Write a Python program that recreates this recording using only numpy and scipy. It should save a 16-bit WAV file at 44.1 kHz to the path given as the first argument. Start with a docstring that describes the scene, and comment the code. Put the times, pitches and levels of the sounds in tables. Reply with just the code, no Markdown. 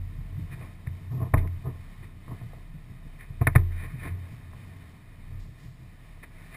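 """A motorboat runs through chop, heard from a small camera whose closed waterproof case makes all boxy.
From the start, wind and water hiss faintly while engine, chop and low swells make the hull rumble.
Spray patters and small waves thud; near 1.3 s a big wave slams in with a crack, and its push sets
the hull panels booming in their normal modes. A second big wave strikes near 3.5 s.
After it the thuds die out, leaving the rumble, the hiss, light slaps and sweeps of spray."""
import sys
import numpy as np
from scipy import signal
from scipy.fft import rfft, irfft
from scipy.io import wavfile
from scipy.ndimage import uniform_filter1d

SR = 44100
rng = np.random.default_rng(int(sys.argv[2]) if len(sys.argv) > 2 else 0)


def file_out(sig):
    """Save sig as 16-bit WAV at sys.argv[1]."""
    # one column per channel
    cols = np.atleast_2d(sig).T
    # limit, then scale
    lim = np.clip(cols, -1, 1)
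    pcm = np.round(lim * 32767).astype(np.int16)
    wavfile.write(sys.argv[1], SR, pcm)


N = 289296
TIME = np.arange(N) / SR


def from_db(db):
    """Amplitude ratio: tenfold for every 20 dB."""
    return 10 ** (np.asarray(db) / 20)


def rms_one(x):
    """Normalisation to unit mean power."""
    return x / np.sqrt(np.mean(x ** 2) + 1e-20)


def evened(x, span_s):
    """Division by the running rms removes level swings slower than span_s."""
    return x / np.sqrt(np.abs(uniform_filter1d(x ** 2, max(int(span_s * SR), 2))) + 1e-20)


def in_time(rows):
    """Linear interpolation of (time, value) rows at every sample."""
    return np.interp(TIME, *np.transpose(rows))


def wander(per_s):
    """Slow random modulation with per_s turns a second; spread about 1."""
    turns = rng.standard_normal(int(per_s * N / SR) + 2)
    return np.interp(TIME * per_s, np.arange(len(turns)), turns)


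def wavering(hz, spread_hz, per_s, flutter_db):
    """A randomly driven resonance wanders in frequency and amplitude; rms about 1."""
    pitch = hz + spread_hz * wander(per_s)
    return np.sqrt(2) * np.sin(2 * np.pi * np.cumsum(pitch) / SR) * from_db(flutter_db * wander(per_s))


def drops(per_s, spread_db):
    """Shot noise: independent impacts of water, with log-normal sizes."""
    hits = rng.random(N) < per_s / SR
    return hits * rng.choice([-1, 1], N) * from_db(spread_db * rng.standard_normal(N))


def surges(rows):
    """Incoherent surges add in power; each has a Gaussian rise and an exponential decay."""
    power = np.zeros(N)
    for s, db, rise, fall in rows:
        near = slice(*np.searchsorted(TIME, [s - 4 * rise, s + 8 * fall]))
        t = TIME[near] - s
        power[near] += (from_db(db) * np.exp(-np.where(t < 0, (t / rise) ** 2, t / fall))) ** 2
    return np.sqrt(power)


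# resonances and dips of the case and its mount: (frequency [Hz], width [Hz], gain at coupling 1 [dB])
CASE_RESONANCES = [(124.6, 14.7, 10.5), (158.3, 7.7, 7), (283, 70, 3), (453, 63, 4.5), (536, 150, -0.5),
                   (662, 157, 10.5), (884, 103, 3.5), (1062.4, 170, 9.5), (1240, 89, 6.5), (1469, 84, 3.5),
                   (1534, 37, -8), (1812, 260, 10), (2015, 99, 5.5), (2172, 68, 5.5), (2452, 280, 8.5),
                   (3037, 200, 8), (3683, 200, 8.5)]
def through_case(x, spectrum, coupling=0.96, size=16384):
    """Source and filter: the case resonances colour a spectrum, more deeply the firmer the coupling."""
    hz = np.maximum(np.arange(size // 2 + 1) * SR / size, 1)
    source_hz, source_db = np.transpose(spectrum)
    case_db = sum(gain / (1 + (2 * (hz - centre) / width) ** 2) for centre, width, gain in CASE_RESONANCES)
    db = np.interp(np.log(hz), np.log(source_hz), source_db) + coupling * case_db
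    cepstrum = irfft(np.log(from_db(db)))[:size // 2]
    cepstrum[1:] *= 2   # minimum phase: nothing rings before it is struck
    response = irfft(np.exp(rfft(cepstrum, size)))[:size // 2]
    return signal.fftconvolve(x, response)[:len(x)]


# spectrum of wind and running water: (frequency [Hz], relative level [dB])
HISS_SPECTRUM = [(100, 17.5), (350, 6.5), (560, -0.5), (1000, -1.5), (1450, -2.5), (2200, -0.5),
                 (2900, -7.5), (4000, -7.5), (5500, -11.5)]
def wind_and_water(level_db=-55, wander_db=1.74):
    """Broadband noise of wind and running water: a faint, nearly steady hiss."""
    hiss = rms_one(through_case(rng.standard_normal(N), HISS_SPECTRUM))
    return from_db(level_db - wander_db * wander(per_s=8.9)) * hiss


# pitch of the boat's deep sway: (time [s], frequency [Hz])
SWAY_PITCH = [(0.45, 38.45), (0.7, 31.36)]
# strength of the sway: (time [s], relative level [dB])
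SWAY_LEVEL = [(0, -36), (.42, -41), (.6, -45), (1.28, -55), (1.37, -25), (1.62, -47), (3.3, -43),
              (3.45, -33), (4.15, -44), (4.27, -63), (4.45, -47.5), (4.98, -64), (5.08, -46.5),
              (5.42, -38.5), (5.55, -50.5), (6.56, -47)]
def deep_sway(gain_db=-2):
    """A low resonance of the boat, sustained by the shaking of engine and chop."""
    tone = wavering(in_time(SWAY_PITCH), spread_hz=3.4, per_s=17, flutter_db=2.5)
    return from_db(gain_db + in_time(SWAY_LEVEL)) * tone


# how hard the chop shakes the boat: (time [s], relative level [dB])
SHAKING = [(0, -34.5), (.2, -43.5), (.43, -34.5), (.6, -48.5), (.82, -46), (.92, -40), (1.68, -34),
           (1.88, -49), (2.3, -46.5), (2.8, -55.5), (3.3, -52), (4.0, -46.5), (4.13, -29.5), (4.32, -48),
           (4.67, -42.5), (5.03, -54.5), (5.4, -44), (5.6, -58), (6.56, -56)]
# spectrum of the broad rumble: (frequency [Hz], relative level [dB])
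RUMBLE_SPECTRUM = [(15, -17), (25, 1), (45, -3), (70, -1), (100, -0.5), (128, -2.5), (165, -2), (200, -7),
                   (260, -12), (340, -20), (500, -32.5), (900, -54)]
def hull_rumble(churn, panel_hz=89.55, drone_gain_db=-2, rumble_db=-49):
    """Forced vibration: engine and chop drive a droning panel and a broad rumble, which churn raises."""
    shake_db = in_time(SHAKING)
    panel = wavering(panel_hz, spread_hz=3.87, per_s=21, flutter_db=3.0)
    drone = from_db(drone_gain_db + shake_db) * panel
    steady = from_db(rumble_db + 0.32 * (shake_db - shake_db.mean()))   # follows the shaking in part
    noise = evened(through_case(rng.standard_normal(N), RUMBLE_SPECTRUM), span_s=0.11)
    return drone + np.hypot(steady, churn) * noise


# low swells rolling under the hull without a splash: (peak time [s], level [dB])
SWELLS = [(0.191, -36), (0.391, -33.5), (0.53, -35.5), (1.16, -28.5), (2.44, -36), (2.75, -40.5),
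          (2.91, -41.5), (3.07, -47.5), (3.95, -35), (4.342, -42), (5.32, -47), (5.48, -55), (5.66, -41.5),
          (5.83, -51)]
# spectrum of a swell: (frequency [Hz], relative level [dB])
SWELL_SPECTRUM = [(40, -11.5), (90, -6), (128, -0.5), (165, -4.5), (210, -20), (330, -30), (900, -60)]
SWELL_RISE_S, SWELL_FALL_S = 0.028, 0.05
def swell_grumble():
    """Amplitude-modulated low noise: the hull grumbles as each swell passes beneath it."""
    envelope = surges([(s, db, SWELL_RISE_S, SWELL_FALL_S) for s, db in SWELLS])
    return envelope * evened(through_case(rng.standard_normal(N), SWELL_SPECTRUM), span_s=0.0406)


def swell_churn(level_db=-45.5):
    """Envelope of the churn: every swell, big or small, adds the same power to the broad rumble."""
    return surges([(s, level_db, SWELL_RISE_S, SWELL_FALL_S) for s, _ in SWELLS])


# sheets of spray: (peak time [s], level [dB], rise [s], fall [s])
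SPRAY_SHEETS = [(0.543, -47, 0.033, .013), (0.635, -53, 0.051, 0.037), (1.38, -42.5, 0.0089, 0.023),
                (1.477, -44, .004, 0.0025), (2.035, -54.5, 0.012, 0.046), (3.212, -48, 0.02, .03),
                (3.42, -47, 0.0076, 0.03), (3.49, -52.5, .01, 0.068), (3.584, -43.5, 0.0071, .014),
                (3.73, -53, 0.027, 0.052), (3.835, -45.5, 0.067, 0.055), (3.92, -55.5, 0.037, 0.05),
                (4.075, -43, 0.081, 0.028), (4.25, -61.5, 0.11, 0.81), (6.239, -43.5, 0.0089, 0.0098),
                (6.42, -59, .11, 0.36), (6.555, -46, 0.03, 0.013)]
# spectrum of spray: (frequency [Hz], relative level [dB])
SPRAY_SPECTRUM = [(100, -9), (300, -2.5), (560, -9), (1000, -12), (1500, -2.5), (1850, -1.5), (2400, -0.5),
                  (2800, -19), (3700, -14), (5500, -24)]
def spray():
    """Shot noise: thousands of uneven drops a second merge into a fine patter."""
    patter = through_case(drops(per_s=5000, spread_db=4), SPRAY_SPECTRUM, coupling=1.1)
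    return evened(patter, span_s=0.077) * surges(SPRAY_SHEETS)


# solid water surging along the hull: (peak time [s], level [dB], rise [s], fall [s])
WATER_SURGES = [(0.63, -38.5, .054, 0.042), (1.125, -33, 0.013, 0.048), (1.237, -26, 0.028, 0.027),
                (1.385, -30, 0.036, 0.046), (1.455, -35.5, 0.012, 0.019), (1.669, -30.5, 0.0053, 0.012),
                (1.685, -27.5, 0.034, 0.025), (2.05, -48.5, 0.041, 0.066), (2.286, -38, .007, 0.044),
                (2.322, -37, 0.012, 0.026), (2.57, -43, 0.0048, 0.018), (3.425, -23, 0.012, 0.0068),
                (3.50, -37, 0.014, 0.013), (3.585, -26.5, 0.031, 0.02), (3.85, -40, 0.032, 0.042),
                (4.075, -36, 0.052, 0.024), (4.15, -50.5, 0.0035, 0.15)]
# spectrum of a thud: (frequency [Hz], relative level [dB])
THUD_SPECTRUM = [(20, -22), (60, -3), (90, -1), (140, -1), (200, -9.5), (400, -14.5), (560, -30.5),
                 (850, -31), (1100, -30.5), (1400, -39), (3000, -61), (5500, -89)]
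def water_thuds():
    """Structure-borne sound: water striking the hull couples firmly to the case and thuds hollowly."""
    thuds = through_case(drops(per_s=3000, spread_db=0), THUD_SPECTRUM, coupling=1.75)
    return evened(thuds, span_s=0.023) * surges(WATER_SURGES)


def flattened(burst):
    """Spectral whitening: the same phases and energy, shared evenly among all frequencies."""
    spectrum = rfft(burst)
    return irfft(spectrum / (np.abs(spectrum) + 1e-12), len(burst)) * np.sqrt(np.sum(burst ** 2))


# waves slamming the hull, each with a crack and a push:
# (time [s], push level [dB], push delay [s], crack level [dB], crack length [s], treble shelf [dB])
WAVE_SLAMS = [(0.865, -17.5, 0.0099, -44.5, 0.012, 1.5), (1.112, -25, 0.0023, -57, 0.0093, -9),
              (1.227, -24, 0.014, -51, 0.0076, -28), (1.3365, -4.5, 0.0038, -18, 0.0094, -11.5),
              (2.275, -53, 0.0026, -51.5, 0.011, -10), (2.316, -30, 0.0021, -39, 0.0028, -25),
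              (2.412, -55, 0.003, -49.5, 0.007, -12), (2.532, -41, 0.0064, -40, 0.0037, -16),
              (3.3, -25.5, 0.0048, -65, 0.0082, -10), (3.412, -11, 0.0023, -28, 0.0069, -15.5),
              (3.468, -10, 0.0076, -17.5, 0.01, 0), (3.5506, -1, 0.01, -20, 0.015, -3),
              (4.532, -50, .003, -46.5, 0.0048, -10), (6.229, -45, 0.0032, -51, 0.021, 0.5)]
# spectrum of a crack: (frequency [Hz], relative level [dB])
CRACK_SPECTRUM = [(100, 7.5), (250, 5.5), (600, -4), (1100, -4.5), (1500, 2), (1850, 1.5), (2300, -0.5),
                  (3000, -26.5), (3700, -18.5), (5500, -30)]
def hull_cracks(size=4096, tail_db=-9, tail_s=0.011, tail_hz=1300, shelf_hz=1300):
    """Impact noise: water closing on the hull rattles the case in a burst that leaves a duller tail."""
    out, t = np.zeros(N + size), np.arange(size) / SR
    low_pass = signal.butter(2, tail_hz, fs=SR, output="sos")
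    for s, _, _, db, length, shelf_db in WAVE_SLAMS:
        contacts = rng.choice([-1, 1], size)
        arch = np.sin(np.pi * np.minimum(t / length, 1))
        burst = flattened(contacts * arch ** 0.26) * arch ** .5
        tail = contacts * (t > length) * from_db(tail_db) * np.exp(-np.abs(t - length) / tail_s)
        # flat landings are brighter
        spectrum = [(hz, level + shelf_db * (hz > shelf_hz)) for hz, level in CRACK_SPECTRUM]
        crack = through_case(burst + signal.sosfilt(low_pass, tail), spectrum, coupling=1.23)
        at = int(s * SR)
        out[at:at + size] += from_db(db) * crack / np.sqrt(np.sum(crack ** 2) / (length * SR))
    return out[:N]


def ring(force, hz, t60):
    """Velocity of a damped oscillator: a unit impulse starts a decaying cosine of height 1."""
    radius, angle = from_db(-60 / (t60 * SR)), 2 * np.pi * hz / SR
    return signal.lfilter([1, -1], [1, -2 * radius * np.cos(angle), radius * radius], force + 1e-18)


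# normal modes of the hull panels: (frequency [Hz], gain [dB], time to decay by 60 dB [s])
HULL_MODES = [(32.2, -23.5, 0.77), (86.7, -12, 1), (111.2, -1, 0.13), (133.4, -2, 0.14), (243, -28, .08),
              (276, -24, 0.11), (350, -3.5, 0.59), (475, -23, 0.051)]
def hull_booms(push_s=0.0069):
    """Modal superposition: each slam is a half-sine force pulse that leaves the panels ringing."""
    force = np.zeros(N)
    for s, push_db, delay, *_ in WAVE_SLAMS:
        push = np.sin(np.pi * np.clip((TIME - s - delay) / push_s + .5, 0, 1))
        force -= from_db(push_db) * push / push.sum()
    return sum(from_db(db) * ring(force, hz, t60) for hz, db, t60 in HULL_MODES)


# gusts of a thin high hiss: (peak time [s], level [dB], rise [s], fall [s])
GUSTS = [(1.14, -71, 0.053, .1), (4.33, -70, 0.0098, 0.031), (5.40, -66.5, .008, 0.11),
         (5.62, -67, 0.036, .16), (6.46, -80, 0.069, 0.082)]
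def thin_gusts(band_hz=(2690, 6400)):
    """Band-limited noise: a thin hiss that rises and fades in gusts."""
    band_pass = signal.butter(2, band_hz, "band", fs=SR, output="sos")
    return surges(GUSTS) * rms_one(signal.sosfilt(band_pass, rng.standard_normal(N)))


def scene():
    """Superposition: all sources add at one microphone inside the case."""
    impacts = hull_cracks() + hull_booms() + water_thuds() + spray()
    vibration = deep_sway() + hull_rumble(swell_churn()) + swell_grumble()
    return (impacts + vibration + wind_and_water() + thin_gusts())[None]


def record(dry, band_hz=5450, hold_hz=12000, mirror_db=-0.5, cutoff_hz=15300):
    """Spectral imaging: the camera holds each sample, mirroring its narrow band about the hold rate."""
    band = signal.sosfilt(signal.cheby1(8, .2, band_hz, fs=SR, output="sos"), dry)
    steps = np.diff(band, prepend=0) * 2 * np.cos(2 * np.pi * hold_hz * TIME)
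    mirror = signal.lfilter([1], [1, -.95], steps)   # leaky integration
    top_cut = signal.ellip(10, .2, 80, cutoff_hz, fs=SR, output="sos")
    return signal.sosfilt(top_cut, band + from_db(mirror_db) * mirror)


dry = scene()
out = record(dry)
file_out(out)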